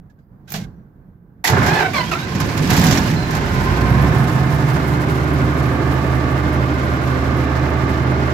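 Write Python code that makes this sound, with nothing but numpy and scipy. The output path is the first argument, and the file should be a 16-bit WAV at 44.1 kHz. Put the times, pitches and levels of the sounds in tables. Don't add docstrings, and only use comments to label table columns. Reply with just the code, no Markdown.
import sys
import numpy as np
from scipy import signal
from scipy.fft import rfft, irfft, next_fast_len
from scipy.io import wavfile
from scipy.ndimage import uniform_filter1d

SR = 44100
rng = np.random.default_rng(int(sys.argv[2]) if len(sys.argv) > 2 else 0)


def to_wav(sig):
    pcm = np.clip(np.atleast_2d(sig), -1, 1) * 32767
    pcm = np.round(pcm).astype(np.int16)
    wavfile.write(sys.argv[1], SR, pcm.T)


def ratio(d):
    e = np.asarray(d, float) / 20
    return 10 ** e


N = 367353
T = np.arange(N) / SR
HZ = np.fft.rfftfreq(next_fast_len(N), 1 / SR)


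def evened(x):
    return x / np.sqrt(np.mean(x ** 2) + 1e-20)


def read(points):
    hz, value = np.transpose(points)
    return np.interp(np.log(HZ + 1), np.log(hz + 1), value)


def shaped(x, gain):
    size = next_fast_len(N)
    return irfft(rfft(x, size) * gain, size)[..., :N]


def noise(colour):
    return evened(shaped(rng.standard_normal((2, N)), ratio(read(colour))))


def level(rows, before_db=-120):
    return ratio(np.interp(T, *np.transpose(rows), left=before_db))


def wobble(rate_hz, size=N):
    steps = 2 * (size // 64 + 2)
    hz = np.fft.rfftfreq(steps, 32 / SR)
    slow = irfft(rfft(rng.standard_normal(steps)) / (1 + (hz / rate_hz) ** 4))
    return np.interp(np.arange(size) / 32, np.arange(steps), evened(slow))


def bursts(rows):
    power = np.zeros(N + SR)
    u = T[:SR // 2]
    rise = np.minimum(u / 0.0021, 1)
    for start_s, db, t60 in rows:
        power[round(start_s * SR):][:len(u)] += ratio(db - 60 * u / t60) ** 2 * rise
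    return np.sqrt(power[:N])


def held(rows):
    t = T[::32]
    power = 0
    for start, end, db, rise, fall in rows:
        outside = np.maximum((start - t) / rise, (t - end) / fall)
        power = power + ratio(db - 60 * np.maximum(outside, 0)) ** 2
    return np.interp(T, t, np.sqrt(power))


def fuzzy(turn, blur_hz, depth_db, slip_rad):
    size = len(turn)
    sides = []
    for _ in "LR":
        swell = ratio(depth_db * wobble(blur_hz, size))
        sides.append(swell * np.sin(turn + slip_rad * wobble(blur_hz, size)))
    return np.array(sides)


def struck_modes(start_s, db, modes, rise_s=1e-4):
    u = T[:SR // 2]
    ring = sum(ratio(db + d - 60 * u / t60) * np.sin(2 * np.pi * hz * u) for hz, d, t60 in modes)
    return np.pad(ring * np.minimum(u / rise_s, 1), (round(start_s * SR), N))[:N]


# pitch_hz, level_db (per Hz)
YARD_COLOUR = [(18, -32), (30, -5), (79, -5.5), (115, -4.5), (175, -1), (253, -12.5), (603, -26),
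               (670, -26.5), (895, -29.5), (1600, -34.5), (2780, -55.5), (9570, -67), (15000, -56.5),
               (16200, -61)]
# start_s, end_s, level_db, rise_s, fall_s
YARD_SWELLS = [
    (0.059, 1.43, -46, .1, .1),
    (0.0, .04, -44.5, .1, .3),
    (0.59, 0.61, -28.5, 0.27, 0.56),
    (0.56, 1.02, -45.5, 2, .3),
]
# pitch_hz, level_db (per Hz)
MICROPHONE_HISS = [(7000, -29), (10000, -14), (12500, -2), (15500, 0), (16300, -24.5)]


def yard():
    murmur = noise(YARD_COLOUR) * held(YARD_SWELLS) * ratio(1.2 * wobble(8.2))
    return murmur + ratio(-81) * noise(MICROPHONE_HISS)


# start_s, end_s, level_db, rise_s, fall_s
SCRAPES = [
    (.48, .648, -44.5, .012, 0.034),
    (.558, .564, -27.5, 0.12, 0.15),
    (.65, .66, -61.5, .05, .3),
]
# time_s, peak_db, t60_s, top_db (the thin top above 8 kHz)
KEY_CLICKS = [
    (0.0981, -49, 0.1, -21),
    (0.1879, -57.5, 0.16, -27),
    (0.476, -38, 0.1, -30),
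    (0.4913, -38.5, .1, 2),
    (0.5027, -29, 0.1, 5.5),
    (0.5193, -22.5, 0.11, 6),
    (0.5387, -10.5, 0.081, -17),
    (.56, -26.5, .2, -3.5),
    (0.5994, -33, 0.1, -13.5),
]
# pitch_hz, level_db (per Hz)
BARREL_COLOUR = [(240, -35.5), (400, -8), (432, -8.5), (554, -16), (721, -3.5), (967, -16), (1520, -9.5),
                 (2300, -11.5), (2530, -12.5), (4340, -13), (7400, -18), (9000, -28), (11800, -23),
                 (13900, -29), (16200, -33)]
# pitch_hz, level_db (per Hz)
CLICK_TOP_COLOUR = [(3530, -39), (6000, -8), (8530, -22), (9240, -14), (9970, -24), (10400, -12),
                    (13900, -2), (16500, -22)]
# pitch_hz, level_db, t60_s
RELAY_THUD = (.541, -20.5, [(163.5, -3.5, 0.3), (197, -2.5, 0.17), (434, -21, .3), (657, -8, .19),
              (1620, -25, 0.35), (2430, -28, .16)])


def key():
    scrape = held(SCRAPES) * ratio(-1.5 + 1.5 * wobble(150))
    clicks = bursts([(s, db - 13.0, t60) for s, db, t60, _ in KEY_CLICKS])
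    tops = bursts([(s, db + top_db - 7.0, 0.43 * t60) for s, db, t60, top_db in KEY_CLICKS])
    rasp = noise(BARREL_COLOUR) * np.hypot(scrape, clicks) + noise(CLICK_TOP_COLOUR) * tops
    thud = struck_modes(*RELAY_THUD) * ratio(2.5 * wobble(40))
    return rasp, thud


# time_s, peak_db, body_db (against treble), t60_s, top_db (against treble)
PANEL_BLOWS = [(1.4407, -12.5, 1.5, 0.38, 1), (1.4736, -8, -1.5, 0.15, -3), (1.496, -15.5, 1, 0.18, 1),
               (1.6258, -24.5, 10, 0.15, -0.5), (1.662, -15, 1, 0.2, -2.5), (1.9343, -26, 6, 0.15, 0),
               (2.1137, -24, -3, 0.1407, 0.5), (2.349, -22.5, 0.5, 0.13, -4),
               (2.4013, -13.5, -11, 0.095, 0.5), (2.45, -25, -3, .1, -4), (2.49, -24, 6, .1, -5),
               (2.5748, -19, -3, 0.1, -0.5), (2.672, -23, -3, .1, -3), (2.702, -9, -6, 0.094, 0.5),
               (2.7329, -11, -6.5, 0.1, -1.5), (2.745, -17.5, -6, .1, -4), (2.766, -9, -10.5, 0.1, -1),
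               (2.775, -12, -8, .1, -3), (2.794, -13, -20, 0.082, 1.5), (2.8105, -13.5, -13, 0.14, -1),
               (2.833, -19, -3, .1, -3), (2.839, -11, -4.5, 0.12, 4), (2.855, -15.5, -8, .08, 0),
               (2.865, -8.5, -10, 0.12, -2.5), (2.884, -14.5, -6, .1, -2), (2.9088, -8, -8, 0.1, -4.5),
               (2.924, -9.5, -9, .12, -5), (2.957, -18, -6, .1, -2.5), (2.974, -8.5, -5, 0.06, -7),
               (3.1, -24.5, 6, .1, 0), (3.1363, -24.5, 5, 0.15, -4), (3.3069, -23, -5, 0.12, 1),
               (3.3498, -20.5, -10, 0.11, 0)]
# pitch_hz, level_db (per Hz)
SPRAY_COLOUR = [(1470, -9.5), (2500, -10), (3160, -1), (5640, -1), (7710, -3), (8080, -44), (8730, -16.5),
                (11700, -9.5), (13700, -11.5), (14900, -12), (16200, -37.5)]
# pitch_hz, width_hz, level_db
SHEET_METAL = [(830, 170, 7), (1940, 510, 6.5), (1520, 200, -16)]
# time_s, peak_db
TRIM_TICKS = [(3.4871, -40), (3.5395, -34.5), (3.6448, -36.5), (3.8982, -34), (4.0159, -32.5),
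              (4.1801, -35), (4.2414, -38), (4.3133, -37), (4.5397, -36), (4.7308, -37), (4.875, -34.5),
              (5.3304, -36.5), (5.6597, -37.5), (5.9311, -38), (6.1386, -40), (6.5277, -38.5),
              (6.8455, -38), (7.0485, -39.5), (7.3693, -39), (7.6896, -41)]


def rattles():
    ring = sum(ratio(db) / (1 + (2 * (HZ - hz) / width) ** 2) for hz, width, db in SHEET_METAL)
    crackle = evened(ratio(1.6 * wobble(350)))
    spray = noise(SPRAY_COLOUR) * crackle
    top = shaped(spray, HZ > 7900)
    low = (spray - top) * bursts([(s, db - 9.5, t60) for s, db, _, t60, _ in PANEL_BLOWS])
    high = top * bursts([(s, db + up - 2.0, 0.5 * t60) for s, db, _, t60, up in PANEL_BLOWS])
    ticks = evened(top) * bursts([(s, db - 5, 0.1) for s, db in TRIM_TICKS])
    body = bursts([(s, db + body_db - 3.5, 0.53 * t60) for s, db, body_db, t60, _ in PANEL_BLOWS])
    return low + high + ticks + evened(shaped(rng.standard_normal((2, N)), ring)) * body


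# start_s, end_s, pitch_hz,
# glide_hz_per_s, level_db
SQUEALS_AND_RINGS = [(1.655, 1.75, 12000, 0, -47), (1.76, 1.88, 12000, 0, -53), (3.52, 4.25, 13350, 0, -60),
                     (3.15, 3.7, 12000, 0, -59), (3.45, 3.7, 5100, 0, -53), (1.62, 1.88, 15000, 0, -55),
                     (2.88, 3.05, 15000, 0, -47), (2.9, 2.97, 11800, 0, -51), (3.4, 3.7, 4100, 0, -55),
                     (.6, 1.44, 1550, 0, -73), (.095, .12, 1650, 0, -61), (.18, .205, 1550, 0, -60),
                     (.62, .86, 5800, 0, -83), (.62, .82, 4300, 0, -86), (.16, .4, 4850, 0, -91),
                     (.477, .498, 1550, 0, -41.5), (.5, .514, 13600, 0, -43), (.518, .536, 14000, 0, -33),
               (.52, .534, 2400, 0, -39), (0.598, .67, 1560, 0, -49.5), (.59, .66, 2150, 0, -51.5),
               (.545, .62, 5600, 0, -53), (.545, .6, 3300, 0, -49), (1.564, 1.6, 1500, 2, -21),
               (1.651, 1.93, 727, 0, -25), (1.823, 1.9, 2170, 0, -32), (1.81, 1.895, 430, 0, -30),
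               (1.59, 1.63, 1120, 0, -30), (1.935, 2.034, 630, 0, -31), (1.935, 2.02, 1525, -1, -27.5),
               (1.94, 2.03, 4580, -1500, -34), (1.95, 2.03, 4240, -1500, -32.5),
               (2.12, 2.153, 4400, 0, -40), (1.468, 1.496, 5600, -2, -25.5), (1.47, 1.495, 4400, 0, -26.5),
               (2.118, 2.148, 710, 0, -29), (1.6, 1.665, 1300, 0, -24), (1.625, 1.69, 2050, 0, -31.5),
               (1.7, 1.82, 4300, 0, -40), (2.04, 2.125, 3050, 5500, -39), (2.16, 2.265, 3600, 3800, -39),
               (2.175, 2.3, 1545, 300, -31), (2.258, 2.29, 2000, 0, -39), (3.16, 3.25, 4150, 0, -38),
               (3.23, 3.31, 4100, 0, -43), (3.05, 3.12, 4150, 0, -45), (2.972, 2.986, 5800, 0, -29),
               (1.69, 1.78, 2400, 0, -34), (1.98, 2.03, 1100, -1500, -26)]


def squeals():
    out = np.zeros((2, N))
    for start, end, hz, glide, db in SQUEALS_AND_RINGS:
        u = T[:round((end - start) * SR)]
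        edge = np.sqrt(abs(np.sin(np.pi * (u / u[-1]) ** .7)))
        turn = 2 * np.pi * (hz * u + glide * u ** 2 / 2)
        out[:, round(start * SR):][:, :len(u)] += ratio(db) * edge * fuzzy(turn, 45, 4, 1.2)
    return out


# time_s, pitch_hz
TOOTH_SURGES = [
    [(1.53, 752.3), (1.58, 782), (1.62, 699.3), (1.69, 795.2), (1.745, 867.7), (1.79, 860.3),
     (1.825, 763.5), (1.93, 748)],
    [(1.932, 1199), (1.98, 1074), (2.01, 1003), (2.07, 977)],
    [(2.112, 1482), (2.126, 1277), (2.138, 1258), (2.148, 1353), (2.185, 1364)],
]
# start_s, end_s, level_db, upper_db (extra for high partials)
TOOTH_BITES = [
    (1.548, 1.59, -40, 9),
    (1.594, 1.66, -36, 6),
    (1.678, 1.783, -25.5, 2),
    (1.789, 1.871, -24.5, 3),
    (1.94, 2.015, -22.5, -3),
    (2.12, 2.135, -20, -6),
    (2.15, 2.155, -28, -31),
]
# multiple, level_db, slip_rad
WHINE_PARTIALS = [(.6, -16, 1.2), (.84, -12, 1.4), (.5, -13, .6), (1, 1, .65), (1.2, -17, 1.5),
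                  (1.45, -13, 1.3), (1.7, -13, 1.5), (1.9, -11, 1.2), (2, 1, .6), (2.3, -12, 1),
                  (2.6, -13, 1), (3, -8.5, .55), (3.5, -17, 1), (4, -15, 1.1), (5, -16, 1.2)]


def starter():
    rise_s, fall_s, upper_fall_s = 0.087, 0.2, 0.12
    out = np.zeros((2, N))
    span = slice(round(TOOTH_SURGES[0][0][0] * SR), round(TOOTH_SURGES[-1][-1][0] * SR))
    t = T[span]
    hz = np.interp(t, *np.vstack(TOOTH_SURGES).T)
    low = held([(a, b, db, rise_s, fall_s) for a, b, db, _ in TOOTH_BITES])[span]
    upper = held([(a, b, db + up, rise_s, upper_fall_s) for a, b, db, up in TOOTH_BITES])[span]
    edge = 0
    for rows in TOOTH_SURGES:
        edge = edge + np.clip(np.minimum(t - rows[0][0], rows[-1][0] - t) / .008, 0, 1)
    turn = 2 * np.pi * np.cumsum(hz) / SR
    for k, order_db, slip in WHINE_PARTIALS:
        flutter = fuzzy(k * turn, 45 + 15 * k, 2.6, 1.15 * slip)
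        out[:, span] += ratio(order_db) * (upper if k > 1.7 else low) * edge * flutter
    out[:, span] *= ratio(3.5 * np.sin(2 * np.pi * 46.9 * t + 1.53 * wobble(12, len(t))))
    return out


# time_s, firings_hz
ENGINE_SPEED = [(1.44, 6), (2.2, 20), (2.48, 33.5), (2.8, 41), (3.09, 34.5), (3.4, 45.9), (3.7, 58.3),
                (4, 69.9), (4.2, 75.9), (4.45, 75.13), (4.85, 75), (5.65, 75.01), (6.45, 75.1),
                (8.4, 75.17)]


def crank():
    firing = np.interp(T, *np.transpose(ENGINE_SPEED), left=1e-3)
    return firing, np.cumsum(firing) / SR / 6


# time_s, share (0-1)
PHONE_RAISED = [
    (4.5, 0),
    (5.6, 1),
]


def raised():
    return np.clip(np.interp(T, *np.transpose(PHONE_RAISED)), 0, 1)


# start_s, end_s, clatter_db, brightness_db
FRAME_STRAINS = [(1.454, 1.477, -32.5, 10.5), (1.491, 1.576, -19, -16.5), (1.577, 1.635, -21.5, -7.5),
                 (1.633, 1.827, -21, -5.5), (1.946, 1.998, -24.5, -2.5), (2.12, 2.127, -24, -3),
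                 (2.403, 2.408, -26.5, -5), (2.445, 2.52, -34.5, 1), (2.574, 2.58, -31.5, 3),
                 (2.624, 2.7, -34, 4), (2.702, 2.942, -23, -1.5), (2.954, 3.106, -29.5, 1.5),
                 (3.357, 3.36, -28, -19)]
# start_s, end_s, level_db, ramp_s
FULL_FUEL = (3.41, 4.05, 3.44, 0.26)
# start_s, end_s, hiss_db, rise_s, fall_s
GEAR_IN_MESH = (1, 3.5, -33, 2.5, 6)


def efforts(firing):
    rise_s, fall_s, fizz_fall_s = 0.034, 0.31, 0.38
    speed_db = 20 * np.log10(np.maximum(firing, 1e-3) / 75)
    turning = T > ENGINE_SPEED[0][0]
    start, end, pull_db, ramp = FULL_FUEL
    pull = np.clip(np.minimum(T - start, end - T) / ramp + 1, 0, 1)
    strain = held([(a, b, db, rise_s, fall_s) for a, b, db, _ in FRAME_STRAINS])
    bright = held([(a, b, db + up, rise_s, fall_s) for a, b, db, up in FRAME_STRAINS])
    thin = held([(a, b, db + up - 10.5, rise_s, fizz_fall_s) for a, b, db, up in FRAME_STRAINS])
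    clatter = np.hypot(strain, ratio(-24.5 + 0.65 * speed_db + pull_db * pull)) * turning
    hiss = np.sqrt(bright ** 2 + held([GEAR_IN_MESH]) ** 2 + ratio(-40) ** 2) * turning
    air_db = -44 - np.maximum(2.5 * (3.7 - T), 2 * (T - 3.7))
    fizz = np.hypot(thin, ratio(air_db)) * turning
    fan = ratio(3.3 * np.minimum(speed_db, 0))
    return clatter, hiss, fizz, fan


# multiple, level_db
FAN_TONES = [(1, 0), (2, -11), (3, -11.5), (4, -17), (5, -24), (9, -23)]
# start_s, end_s, level_db, rise_s, fall_s
FAN_SWELL = (3.92, 4.18, 1, .5, 2.2)


def cooling_fan(cycles, effort, far):
    blades = 6 * 1.7215 * 2 * np.pi * cycles
    base = np.hypot(effort * ratio(2.5 * (1 - far)), held([FAN_SWELL]))
    upper = effort ** .4
    out = 0
    for k, db in FAN_TONES:
        tone = np.sin(k * (blades + .12 * wobble(5)))
        out = out + (base if k == 1 else upper) * ratio(db + 1.3 * wobble(6)) * tone
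    return out * ratio(-23.5)


# multiple, level_db
CYCLE_TONES = [(5, -23), (9, -12), (10, -14), (11, -23), (13, -18), (14, -14), (15, -16), (18, -17),
               (21, -16), (24, -7), (27, -19), (33, -21)]
# pitch_hz, width_hz, level_db
CABINET_AIR = (133, 20, 13)
# start_s, end_s, level_db, rise_s, fall_s
GOVERNOR_SWELL = (3.7, 4, -15, 2, 2)
GOVERNOR_TONES = (9, 10, 15, 18)


def cycle_tones(firing, cycles):
    gain = held([(3.7, T[-1], -26, 1.5, 1)])
    settling = np.hypot(gain, held([GOVERNOR_SWELL]))
    box_hz, box_width, box_db = CABINET_AIR
    out = 0
    for k, db in CYCLE_TONES:
        lift_db = box_db * (firing / 75) ** 3 / (1 + (2 * (k * firing / 6 - box_hz) / box_width) ** 2)
        tone = np.sin(2 * np.pi * (k * cycles + rng.random()))
        strength = settling if k in GOVERNOR_TONES else gain
        out = out + strength * ratio(db + lift_db + 1.9 * wobble(2.3)) * tone
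    return out


# time_s, level_db
EXHAUST_PULSE = [(2.4, -45), (2.9, -32), (3.1, -41), (3.33, -36), (3.45, -32), (3.7, -23.5), (3.9, -18.5),
                 (4.05, -19), (4.2, -33), (4.7, -30), (5.3, -24), (8.4, -23)]
# time_s, level_db
EXHAUST_SECOND = [(3.6, -44), (3.85, -22.5), (4, -17.5), (4.2, -26), (4.4, -26), (4.6, -21), (4.9, -27.5),
                  (5.3, -26), (5.8, -29), (6.3, -44)]


def exhaust(cycles):
    turn = 2 * np.pi * cycles
    fired = ratio(.8 * wobble(3)) * np.sin(6 * turn)
    twice = ratio(1.5 * wobble(5)) * np.sin(12 * turn + 1) * (T < EXHAUST_SECOND[-1][0])
    return fired * level(EXHAUST_PULSE) + twice * level(EXHAUST_SECOND)


# pitch_hz, level_db (per Hz)
BOOM_AT_PANEL = [(21, -45), (42, -24), (60, -6.5), (102, -2.5), (129, 0.5), (160, 1), (208, -5),
                 (271, -5.5), (356, -14), (415, -17.5), (600, -20.5), (780, -60), (1320, -120)]
# pitch_hz, level_db (per Hz)
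BOOM_OVER_ROOF = [(21, -40), (42, -18), (64, -6.5), (129, -3.5), (146, -2.5), (203, -7), (291, -1.5),
                  (391, -10.5), (473, -13), (600, -16.5), (780, -42), (1320, -120)]
# time_s, level_db
BLOCK_ROCKING = [(1.47, -40), (1.5, -27), (1.547, -16.5), (1.66, -16.5), (1.82, -26), (2.19, -27),
                 (2.39, -20), (2.48, -15), (2.56, -21.5), (2.6, -15), (2.93, -13), (3.02, -17),
                 (3.4, -20.5), (3.55, -21.5), (4.05, -17.5), (4.3, -17.5), (4.6, -21.5), (8.4, -23)]


def boom(far):
    rumble = np.sqrt(1 - far) * noise(BOOM_AT_PANEL) + np.sqrt(far) * noise(BOOM_OVER_ROOF)
    return rumble * ratio(1.16 * wobble(21)) * level(BLOCK_ROCKING)


# pitch_hz, level_db (per Hz)
HISS_COLOUR = [(1410, -6), (2400, -1.5), (3270, -8), (5280, -9), (7900, -19.5), (10300, -80), (17400, -120)]
# pitch_hz, level_db (per Hz)
FIZZ_COLOUR = [(4650, -3), (7900, 0.5), (10100, -3), (11600, 1), (13000, 0.5), (15100, -9), (15600, -4),
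               (16200, -25)]


def air_hiss(train, hiss_gain, fizz_gain):
    beat = uniform_filter1d(abs(train), size=300)
    swell = evened(1 + 0.5 * beat / beat.mean()) * ratio(1.15 * wobble(25))
    fizz = noise(FIZZ_COLOUR) * fizz_gain * ratio(1.6 * wobble(29))
    return swell * (noise(HISS_COLOUR) * hiss_gain + fizz)


# pitch_hz, spread_db (of force), level_db (against clatter), fall_db (per cycle)
LOOSE_TAPPET = (1160, 1.5, -4.5, 20)


def tappet(cycles):
    hz, spread_db, db, fall_db = LOOSE_TAPPET
    since = cycles - .74 + 1
    force = ratio(spread_db * rng.standard_normal(int(since[-1]) + 2))[since.astype(int)]
    ring = fuzzy(2 * np.pi * hz * T, 40, 2, .9)
    return ring * uniform_filter1d(force * ratio(db - fall_db * (since % 1)), size=200)


def knocks(cycles, count, spread_db, vary):
    angle = (np.arange(count) + rng.random(count)) / count
    size = ratio(spread_db * rng.standard_normal(count)) * rng.choice([-1, 1], count)
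    due = (np.arange(int(cycles[-1]) + 1)[:, None] + angle).ravel()
    at = np.interp(due, cycles, np.arange(N)).round().astype(int)
    force = np.tile(size, len(due) // count) * (1 + vary * rng.standard_normal(len(due)))
    return np.bincount(at, force, N)


def cabinet(x, t60, turns):
    t = np.arange(round(t60 * SR)) / SR
    paths = rfft(rng.standard_normal((2, 2, len(t))) * ratio(-60 * t / t60), next_fast_len(N))
    heard = shaped(x, paths / (abs(paths) + 1e-9))
    angle = 2 * np.pi * turns * T / T[-1]
    mixed = np.cos(angle) * heard[0] + np.sin(angle) * heard[1]
    overlap = np.mean(heard[0] * heard[1], axis=1) / np.mean(heard ** 2, axis=(0, 2))
    return mixed / np.sqrt(1 + overlap[:, None] * np.sin(2 * angle))


# pitch_hz, level_db (per Hz)
CLATTER_COLOUR = [(210, -26.5), (350, 0), (482, -9), (519, -7.5), (965, -8), (1130, -8), (1250, -7),
                  (1570, -7.5), (3300, -26), (4290, -29.5), (7260, -120)]
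# pitch_hz, share (0-1)
REPEATING_SHARE = [(350, 0.43), (700, 0.78), (1200, 0.86), (1900, 0.61), (2700, 0.4), (3400, 0.09)]
# pitch_hz, width_hz, panel_db, roof_db
BLOCK_RINGS = [(600, 80, 0, 5), (735, 50, 4, 1), (900, 40, 5, 4), (1045, 70, 8, 3), (1160, 80, -2, 5),
               (1300, 90, -3, -4), (1500, 200, 3, 3), (1740, 120, 3, 3), (1870, 120, -3, -3),
               (2070, 220, 4, 4.5)]


def clatter(train, firing, far):
    struck = shaped(cabinet(train, .07, turns=2.592), ratio(read(CLATTER_COLOUR)))
    struck = evened(struck / np.sqrt(firing + 1))
    share = np.clip(read(REPEATING_SHARE), 0, 1)
    mixed = shaped(struck, np.sqrt(share)) + shaped(noise(CLATTER_COLOUR), np.sqrt(1 - share))
    panel_db = roof_db = 0
    for hz, width, panel, roof in BLOCK_RINGS:
        peak = 1 / (1 + (2 * (HZ - hz) / width) ** 2)
        panel_db, roof_db = panel_db + panel * peak, roof_db + roof * peak
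    return evened((1 - far) * shaped(mixed, ratio(panel_db)) + far * shaped(mixed, ratio(roof_db)))


# pitch_hz, level_db, t60_s
STARTER_KICK = (1.497, -12, [(98.2, -1, .7), (120, -1, .6), (150, -6.5, 0.63), (434, -3, .2)])


def engine():
    (firing, cycles), far = crank(), raised()
    clatter_gain, hiss_gain, fizz_gain, fan_gain = efforts(firing)
    train = knocks(cycles, count=90, spread_db=3.5, vary=0.44)
    block = boom(far) + air_hiss(train, hiss_gain, fizz_gain)
    block += (clatter(train, firing, far) + far * tappet(cycles)) * clatter_gain
    tones = exhaust(cycles) + cycle_tones(firing, cycles) + cooling_fan(cycles, fan_gain, far)
    return block, np.sqrt(2) * tones + struck_modes(*STARTER_KICK, rise_s=0.013)


# pitch_hz, likeness (-1 to 1)
SIDE_LIKENESS = [(60, 0.85), (170, 1), (345, 0.86), (520, 0.33), (800, 0.38), (1100, 0.13), (1400, -0.29),
                 (1900, 0.13), (16000, -0.065)]
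# pitch_hz, level_db
SIDE_LEAN = [(60, -6), (120, -5), (240, -2.5), (480, -3.0), (950, -4.5), (1890, -4.5), (3770, -7.5),
             (7000, -8), (9500, 4), (14000, -6.5)]


def scene():
    (rasp, thud), (block, tones) = key(), engine()
    a, b = yard() + rasp + block + starter() + squeals() + rattles()
    whole = tones + thud
    same, lean = np.clip(read(SIDE_LIKENESS), -1, 1), ratio(read(SIDE_LEAN) / 2)
    left = shaped(a + whole, lean)
    right = shaped(a, same / lean) + shaped(b, np.sqrt(1 - same ** 2) / lean) + shaped(whole, 1 / lean)
    return np.array([left, right])


def band_limit(x):
    return signal.sosfilt(signal.butter(12, 15850, fs=SR, output="sos"), x)


def record(dry):
    cut = shaped(dry, 1 / np.sqrt(1 + (36 / (HZ + 1)) ** 6))
    return band_limit(1.572 * np.tanh(cut / 1.62))


dry = scene()
out = record(dry)
to_wav(out)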